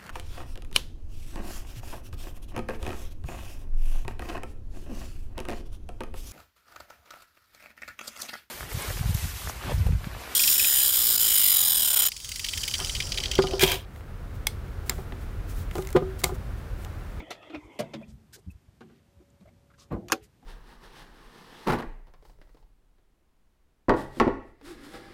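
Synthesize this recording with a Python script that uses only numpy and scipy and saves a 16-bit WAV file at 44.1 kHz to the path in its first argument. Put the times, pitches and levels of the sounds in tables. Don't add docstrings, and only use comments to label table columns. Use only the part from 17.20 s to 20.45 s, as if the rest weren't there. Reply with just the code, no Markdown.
import sys
import numpy as np
from scipy import signal
from scipy.fft import rfft, irfft, next_fast_len
from scipy.io import wavfile
from scipy.ndimage import uniform_filter1d, map_coordinates

SR = 44100
rng = np.random.default_rng(int(sys.argv[2]) if len(sys.argv) > 2 else 0)


def linear_from_db(decibels):
    return 10 ** (np.asarray(decibels, float) / 20)


def put_to_file(sound):
    columns = np.atleast_2d(sound).T
    safe = np.clip(columns, -1, 1)
    whole_steps = np.round(safe * 32767)
    wavfile.write(sys.argv[1], SR, whole_steps.astype(np.int16))


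N = 143325

# (frequency [Hz], level [dB])
METAL_COLOUR = [(180, -37.5), (300, -5.5), (641, -10.5), (1750, -18.5), (2140, -14.5), (5950, -24.5),
                (9600, -32), (12100, -28.5), (15500, -42)]


def unit(x):
    return x / np.sqrt(np.mean(x ** 2) + 1e-20)


def along(points, hz):
    f, v = np.transpose(points)
    return np.interp(np.log(hz + 1), np.log(f + 1), v)


def curve(rows, column=1):
    columns = np.transpose(rows)
    return np.interp(np.arange(N) / SR, columns[0], columns[column], left=-120, right=-120)


def wobble(rate_hz):
    knots = rng.standard_normal(int(N * rate_hz / SR) + 4)
    return map_coordinates(knots, [np.arange(N) * rate_hz / SR])


def filtered(x, response):
    m = next_fast_len(len(x) + 8192)
    return irfft(rfft(x, m) * response(np.fft.rfftfreq(m, 1 / SR)), m)[:len(x)]


def above(hz):
    return lambda f: -f * f / (hz * hz - f * f + 1.4j * f * hz)


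def add(out, s, x):
    part = out[max(round(s * SR), 0):][:len(x)]
    part += x[:len(part)]


def blows(rows, modes, colour, rise_s, swell_s, scatter, soft_hz):
    grit_db, uneven_db = 2, 2.5
    treble_hz, treble_life = 3860, 0.69
    loose_hz = 257
    crack_low_hz = 300
    out, t = np.zeros(N), np.arange(SR // 2) / SR
    hz, db, ring_s = np.transpose(modes)[:, :, None]
    for s, crack_db, ring_db, t60 in rows:
        ripple_db = uneven_db * rng.standard_normal(80)

        def contact(f):
            level_db = along(colour, f) + np.interp(f, np.arange(80) * 280, ripple_db)
            return linear_from_db(level_db) / (1 + (f / soft_hz) ** 3)

        noise = unit(filtered(rng.standard_normal(len(t)), contact))
        treble = filtered(noise, above(treble_hz))
        grit = linear_from_db(grit_db * rng.standard_normal(len(t) // 50).repeat(50))
        decaying = (noise - treble) * linear_from_db(-60 * t / t60) + treble * linear_from_db(-60 * t / t60 / treble_life)
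        crack = filtered(grit * (1 - np.exp(-t / rise_s)) * decaying, above(crack_low_hz))

        waver = unit(uniform_filter1d(rng.standard_normal((len(modes), len(t))), size=100))
        flicker = unit(uniform_filter1d(rng.standard_normal(waver.shape), size=700))
        turns = np.cumsum(hz + (hz + loose_hz) * scatter * waver, 1) / SR + rng.random((len(modes), 1))
        level = linear_from_db(26 * scatter * flicker) * linear_from_db(db - 60 * t / ring_s)
        ring = (level * np.sin(2 * np.pi * turns)).sum(0)
        swell = 1 - np.exp(-(t / swell_s) ** 2)
        add(out, s, linear_from_db(crack_db) * crack + linear_from_db(ring_db - 3) * ring * swell)
    return out


def strokes(rows, band, edge_s, swell, fade, grain_db, ripple_db):
    out, t = np.zeros(N), np.arange(SR // 4) / SR
    for s, length_s, db, hz in rows:
        grit = linear_from_db(grain_db * rng.standard_normal(len(t) // 25).repeat(25))
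        uneven_db = ripple_db * rng.standard_normal(40)
        attack = np.clip(t / (edge_s + swell * length_s), 0, 1)
        decay = linear_from_db(-22 * np.clip((t / length_s - 1 + fade) / fade, 0, 9) ** 1.36)
        colour = lambda f: band(f + 1, hz) * linear_from_db(np.interp(f, np.arange(40) * 560, uneven_db))
        noise = unit(filtered(rng.standard_normal(len(t)), colour))
        add(out, s, linear_from_db(db) * attack * decay * grit * noise)
    return out


def outdoors():
    # (frequency [Hz], level [dB])
    air_colour = [(24, -32), (40, 0), (119, -1), (384, -14.5), (568, -21), (1000, -27), (1300, -64.5),
                  (2200, -120)]
    # (frequency [Hz], level [dB])
    hiss_colour = [(410, -32), (700, -9.5), (1340, -9.5), (1990, -11.5), (13700, -22.5), (15800, -30.5)]
    # (time [s], level [dB])
    breeze = [(0, 5), (.25, -5.5), (1, 2), (1.6, -3), (2.3, 2), (3.25, 0)]
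    # (time [s], level [dB])
    hum_level = [(1.8, -80), (1.95, -69.5), (2.3, -71), (2.7, -70)]
    air_db, hiss_db, hum_hz = -62, -73.5, 564
    gusty = rng.standard_normal(N) * linear_from_db(0.83 * wobble(15) + 0.5 * wobble(0.85))
    air = unit(filtered(gusty, lambda f: linear_from_db(along(air_colour, f))))
    hiss = unit(filtered(rng.standard_normal(N), lambda f: linear_from_db(along(hiss_colour, f))))
    hiss = hiss * linear_from_db(0.66 * wobble(1.9))
    hum = np.sin(2 * np.pi * np.cumsum(hum_hz + 0.5 * wobble(27)) / SR)
    hum = linear_from_db(curve(hum_level) + 0.92 * wobble(12)) * hum
    return linear_from_db(air_db + curve(breeze)) * air + linear_from_db(hiss_db) * hiss + hum


def wind_puffs():
    # (time [s], length [s], level [dB], frequency [Hz])
    puffs = [(0, 0.022, -45, 55), (0.354, 0.04, -48, 68), (0.411, 0.085, -49.5, 50),
             (0.871, 0.036, -47, 69), (0.898, 0.086, -44, 57.3), (1.256, 0.056, -36, 80.4),
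             (1.291, 0.051, -49, 51.3), (1.331, 0.045, -44.5, 54.7), (1.468, 0.035, -51.5, 59.6),
             (1.951, 0.063, -54.5, 70.6), (2.697, 0.1, -34, 53.4), (2.21, .11, -58, 64.8),
             (2.82, .12, -54.5, 55), (2.981, .1, -55, 61)]
    out = np.zeros(N)
    for s, length_s, db, hz in puffs:
        t = np.arange(int(length_s * SR)) / SR
        turn, sag = rng.uniform(0, 2 * np.pi), rng.normal(0.789, 0.32)
        bend = 0.9 * np.sin(2 * np.pi * hz * t * sag)
        swing = np.sin(2 * np.pi * hz * t + turn + bend)
        add(out, s, linear_from_db(db + 4) * np.sin(np.pi * t / length_s) ** 2 * swing)
    return out


def scuffs():
    # (time [s], length [s], level [dB], centre [Hz])
    rubs = [(.87, 0.064, -66, 4500), (.915, 0.051, -75, 9000), (1.124, 0.052, -50, 5000),
            (1.127, 0.032, -54, 13000), (.592, 0.026, -44.5, 6900), (1.175, .035, -68.5, 6000),
            (1.3, 0.03, -65.5, 9000), (1.62, 0.23, -75.5, 2020), (2.2, .02, -73.5, 3470),
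            (2.575, 0.091, -60, 4500), (3, 0.077, -67.5, 2000), (2.72, 0.011, -60.5, 14100),
            (3.02, 0.052, -63.5, 6790)]
    width_octaves = 1.12
    broad = lambda f, hz: np.exp(-(np.log2(f / hz) / width_octaves) ** 2) / (1 + (1100 / f) ** 6)
    return strokes(rubs, broad, edge_s=0.003, swell=0.24, fade=0.39, grain_db=3, ripple_db=0)


def creaks():
    # (time [s], length [s], level [dB], frequency [Hz])
    slips = [(.811, 0.025, -50, 600), (1.13, 0.041, -56.5, 1630), (1.16, 0.045, -55.5, 386),
             (2.596, 0.0078, -54.5, 5900), (1.72, 0.029, -59, 330), (2.5, 0.03, -62.5, 1260),
             (2.208, 0.04, -58, 190), (2.272, 0.036, -59, 630), (2.254, 0.019, -57, 600),
             (2.275, 0.028, -69.5, 2100), (2.535, 0.024, -64.5, 1520), (2, .04, -58, 320),
             (1.48, 0.021, -71, 620), (0, 0.038, -45.5, 215), (2.1, .008, -70, 7300),
             (2.58, 0.1, -66.5, 1150), (3.225, 0.026, -63, 800), (3.225, 0.032, -58, 280)]
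    q = 5.3
    narrow = lambda f, hz: (1 / (1 + (q * (f / hz - hz / f)) ** 2)
                            + 0.059 * np.exp(-np.log2(f / hz) ** 2 / 3))
    return strokes(slips, narrow, edge_s=0.0021, swell=0, fade=0.42, grain_db=2, ripple_db=-2)


def rubber_squeaks():
    # (time [s], length [s], level [dB], frequency [Hz])
    slips = [(0.63, 0.022, -50.5, 940), (.49, 0.054, -60, 2160), (.66, .025, -66, 2650),
             (0.61, .03, -60, 2030), (.826, 0.027, -55.5, 2450), (1.298, .025, -61, 2600),
             (2.72, 0.034, -68.5, 4220), (.35, 0.027, -50, 2480)]
    q = 19
    thin = lambda f, hz: 1 / (1 + (q * (f / hz - hz / f)) ** 2)
    return strokes(slips, thin, edge_s=0.003, swell=0.14, fade=0.4, grain_db=0.5, ripple_db=-7)


def hand_on_sill():
    # (time [s], crack [dB], ring [dB], rattle t60 [s])
    landings = [
        (1.606, -52, -44.5, 0.11),
        (1.695, -69, -58, 0.15),
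    ]
    # (frequency [Hz], level [dB], t60 [s])
    sill = [(149.4, -10.5, 0.79), (219.8, 1, 0.49), (369, -2.5, 0.45), (422, 9.5, 0.054), (747, -2.5, 0.15),
            (1122, -3, 0.11), (1470, 0.5, 0.087)]
    return blows(landings, sill, METAL_COLOUR, rise_s=0.002, swell_s=0.0046, scatter=0.085, soft_hz=7700)


def latch_release():
    # (time [s], crack [dB], ring [dB], rattle t60 [s])
    thuds = [
        (2.7, -53, -43, 0.11),
        (2.706, -44.5, -26, 0.12),
        (2.721, -45.5, -28.5, .12),
    ]
    # (frequency [Hz], level [dB], t60 [s])
    body = [(100.3, -11.5, 0.64), (173.6, 1, 0.32), (228.7, -6, 0.3), (283.7, -8.5, 0.5),
            (346.6, -8.5, 0.55), (429, -11, 0.24), (491.4, -7.5, 0.31), (642, -8, 0.33), (761, -11, .28),
            (1012, -7.5, 0.17), (1171, -7, 0.13), (1497, -16, .15), (1900, -19, .12), (2350, -22, .1)]
    return blows(thuds, body, METAL_COLOUR, rise_s=0.0073, swell_s=0.0091, scatter=0.07, soft_hz=2300)


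def lever_snap():
    # (time [s], crack [dB], ring [dB], rattle t60 [s])
    contacts = [
        (2.884, -38.5, -60, 0.032),
        (2.899, -58.5, -34.5, 0.06),
        (2.903, -63, -37, 0.061),
        (2.912, -47, -60.5, .06),
        (2.9202, -13, -14.5, 0.032),
        (2.9222, -18, -18.5, 0.027),
        (2.9252, -25.5, -16.5, 0.055),
        (2.9325, -42.5, -30.5, 0.14),
    ]
    # (frequency [Hz], level [dB], t60 [s])
    lever = [(250, -13.5, 0.1), (328, -12, 0.14), (424, -15, 0.21), (558, -11.5, 0.099), (761, -12, .12),
             (1103, -2.5, .045), (1422, 4, 0.028), (1690, -5.5, .03), (2519, -4.5, 0.045),
             (3310, -14.5, .045), (5520, -13, 0.029), (6632, -16, 0.04), (8660, -17, 0.041),
             (10070, -15.5, .022)]
    # (frequency [Hz], level [dB])
    plastic = [(180, -26.5), (300, -10), (1520, -3), (3060, -11.5), (6720, -10.5), (7560, -19),
               (14000, -15.5), (15500, -21.5), (16300, -29.5)]
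    return blows(contacts, lever, plastic, rise_s=0.00055, swell_s=0.00068, scatter=0.041, soft_hz=29000)


def glass_shakes():
    # (time [s], crack [dB], ring [dB], rattle t60 [s])
    shakes = [(0, -33.5, -51, 0.05), (.016, -57, -44.5, .06), (.224, -46.5, -59, .08),
              (.297, -46, -45, 0.093), (.328, -48, -41.5, 0.054), (.338, -41, -38, .06),
              (.345, -34.5, -40.5, 0.082)]
    # (frequency [Hz], level [dB], t60 [s])
    glass = [(302.7, 9.5, 0.16), (467, -7, 0.076), (640, 5.5, 0.095), (1327, -5.5, 0.13), (2466, -1, 0.098)]
    return blows(shakes, glass, METAL_COLOUR, rise_s=0.003, swell_s=0.0052, scatter=0.049, soft_hz=4500)


def seal_pops():
    # (time [s], crack [dB], ring [dB], rattle t60 [s])
    pops = [
        (.105, -31, -35.5, 0.054),
        (.111, -38.5, -42, .13),
    ]
    # (frequency [Hz], level [dB], t60 [s])
    trim = [(697, 1.5, 0.1), (1307, -6, 0.13), (2040, 0, 0.078), (2640, -5, 0.076), (3570, -4, .05),
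            (4070, -1.5, .1)]
    return blows(pops, trim, METAL_COLOUR, rise_s=0.0011, swell_s=0.0027, scatter=0.037, soft_hz=20000)


def strap_knocks():
    # (time [s], crack [dB], panel [dB], rattle t60 [s])
    first = [
        (.589, -29, -26, 0.068),
        (.5955, -30, -27.5, 0.099),
    ]
    # (frequency [Hz], level [dB], t60 [s])
    door = [(145, -6.5, 0.58), (201, -13, 0.14), (221.2, 1, 0.31), (331, -22, 0.28), (470.7, -5.5, 0.21),
            (547, -3.5, .16), (591, 10.5, 0.083), (664, -2.5, 0.19), (697, -8.5, 0.17), (1152, -13, 0.11),
            (1480, -16, 0.12), (1613, -15, 0.14), (2310, -26, .12), (2638, -28, 0.088)]
    # (time [s], crack [dB], panel [dB], rattle t60 [s])
    second = [
        (.7345, -39.5, -37, 0.046),
        (.738, -33.5, -36.5, 0.076),
    ]
    # (frequency [Hz], level [dB], t60 [s])
    frame = [(145, -9.5, 0.52), (218.7, 0, 0.66), (325.5, -2, 0.27), (397, -8, 0.19), (560, -3.5, 0.14),
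             (1000, -18, 0.13), (1320, -14, 0.068), (2330, -4, 0.075)]
    return (blows(first, door, METAL_COLOUR, rise_s=0.0019, swell_s=0.0077, scatter=0.032, soft_hz=22000)
            + blows(second, frame, METAL_COLOUR, rise_s=0.0011, swell_s=0.0052, scatter=0.05, soft_hz=8200))


def hinge():
    # (time [s], rubbing level [dB], balance of the skin resonances [0-1])
    swing = [(0, -56, 0.5), (.08, -54, 0.4), (.2, -55.5, 0.15), (.24, -52, 0), (.3, -53, 0.34),
             (.42, -59, 0.91), (.52, -56, 0.98), (.72, -58, 1), (.82, -58.5, 0.57), (.92, -73, 0)]
    # (frequency [Hz], width [Hz], level at balance 0 [dB], level at balance 1 [dB])
    skin = [(332, 170, -0.5, 8.5), (610, 260, 5.5, -1), (923, 290, -14.5, 4), (1304, 93, 3.5, -40),
            (2080, 310, -4, -1.5), (2610, 200, -5, -7), (3213, 350, -5, -10), (3476, 180, -3.5, -9),
            (6000, 5400, -35, -24)]
    drift = 0.035
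    balance = np.clip(curve(swing, column=2), 0, 1)
    rub = np.zeros(N)
    for hz, width_hz, first_db, second_db in skin:
        friction = rng.standard_normal(N) * linear_from_db(0.69 * wobble(300))
        resonance = lambda f: (1j * f * width_hz / (hz * hz - f * f + 1j * f * width_hz)) ** 2
        band = filtered(friction, resonance)
        warped = np.arange(N) + 9 * wobble(25) + np.cumsum(drift * wobble(9))
        band = np.interp(warped, np.arange(N), band)
        rub += band * linear_from_db(first_db + (second_db - first_db) * balance + 2.6 * wobble(22))
    return linear_from_db(curve(swing) + 13.5) * rub


def scene():
    around = outdoors() + wind_puffs()
    small = scuffs() + creaks() + rubber_squeaks()
    inside = hand_on_sill() + latch_release() + lever_snap()
    door = glass_shakes() + seal_pops() + strap_knocks() + hinge()
    return (around + small + inside + door)[None]


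def overall_response(f):
    low_hz, dip_hz, dip_db, top_hz, top_db = 42.8, 10330, -5, 15450, -28.5
    dip = dip_db * np.exp(-((f - dip_hz) / 300) ** 2)
    shelf = top_db / (1 + np.exp(np.clip((top_hz - f) / 130, -50, 50)))
    return above(low_hz)(f) * linear_from_db(dip + shelf)


def low_pass(x):
    return signal.sosfilt(signal.butter(12, 16460, fs=SR, output="sos"), x)


def record(dry):
    mix = filtered(dry[0], overall_response)[None]
    return low_pass(mix)


dry = scene()
out = record(dry)
put_to_file(out)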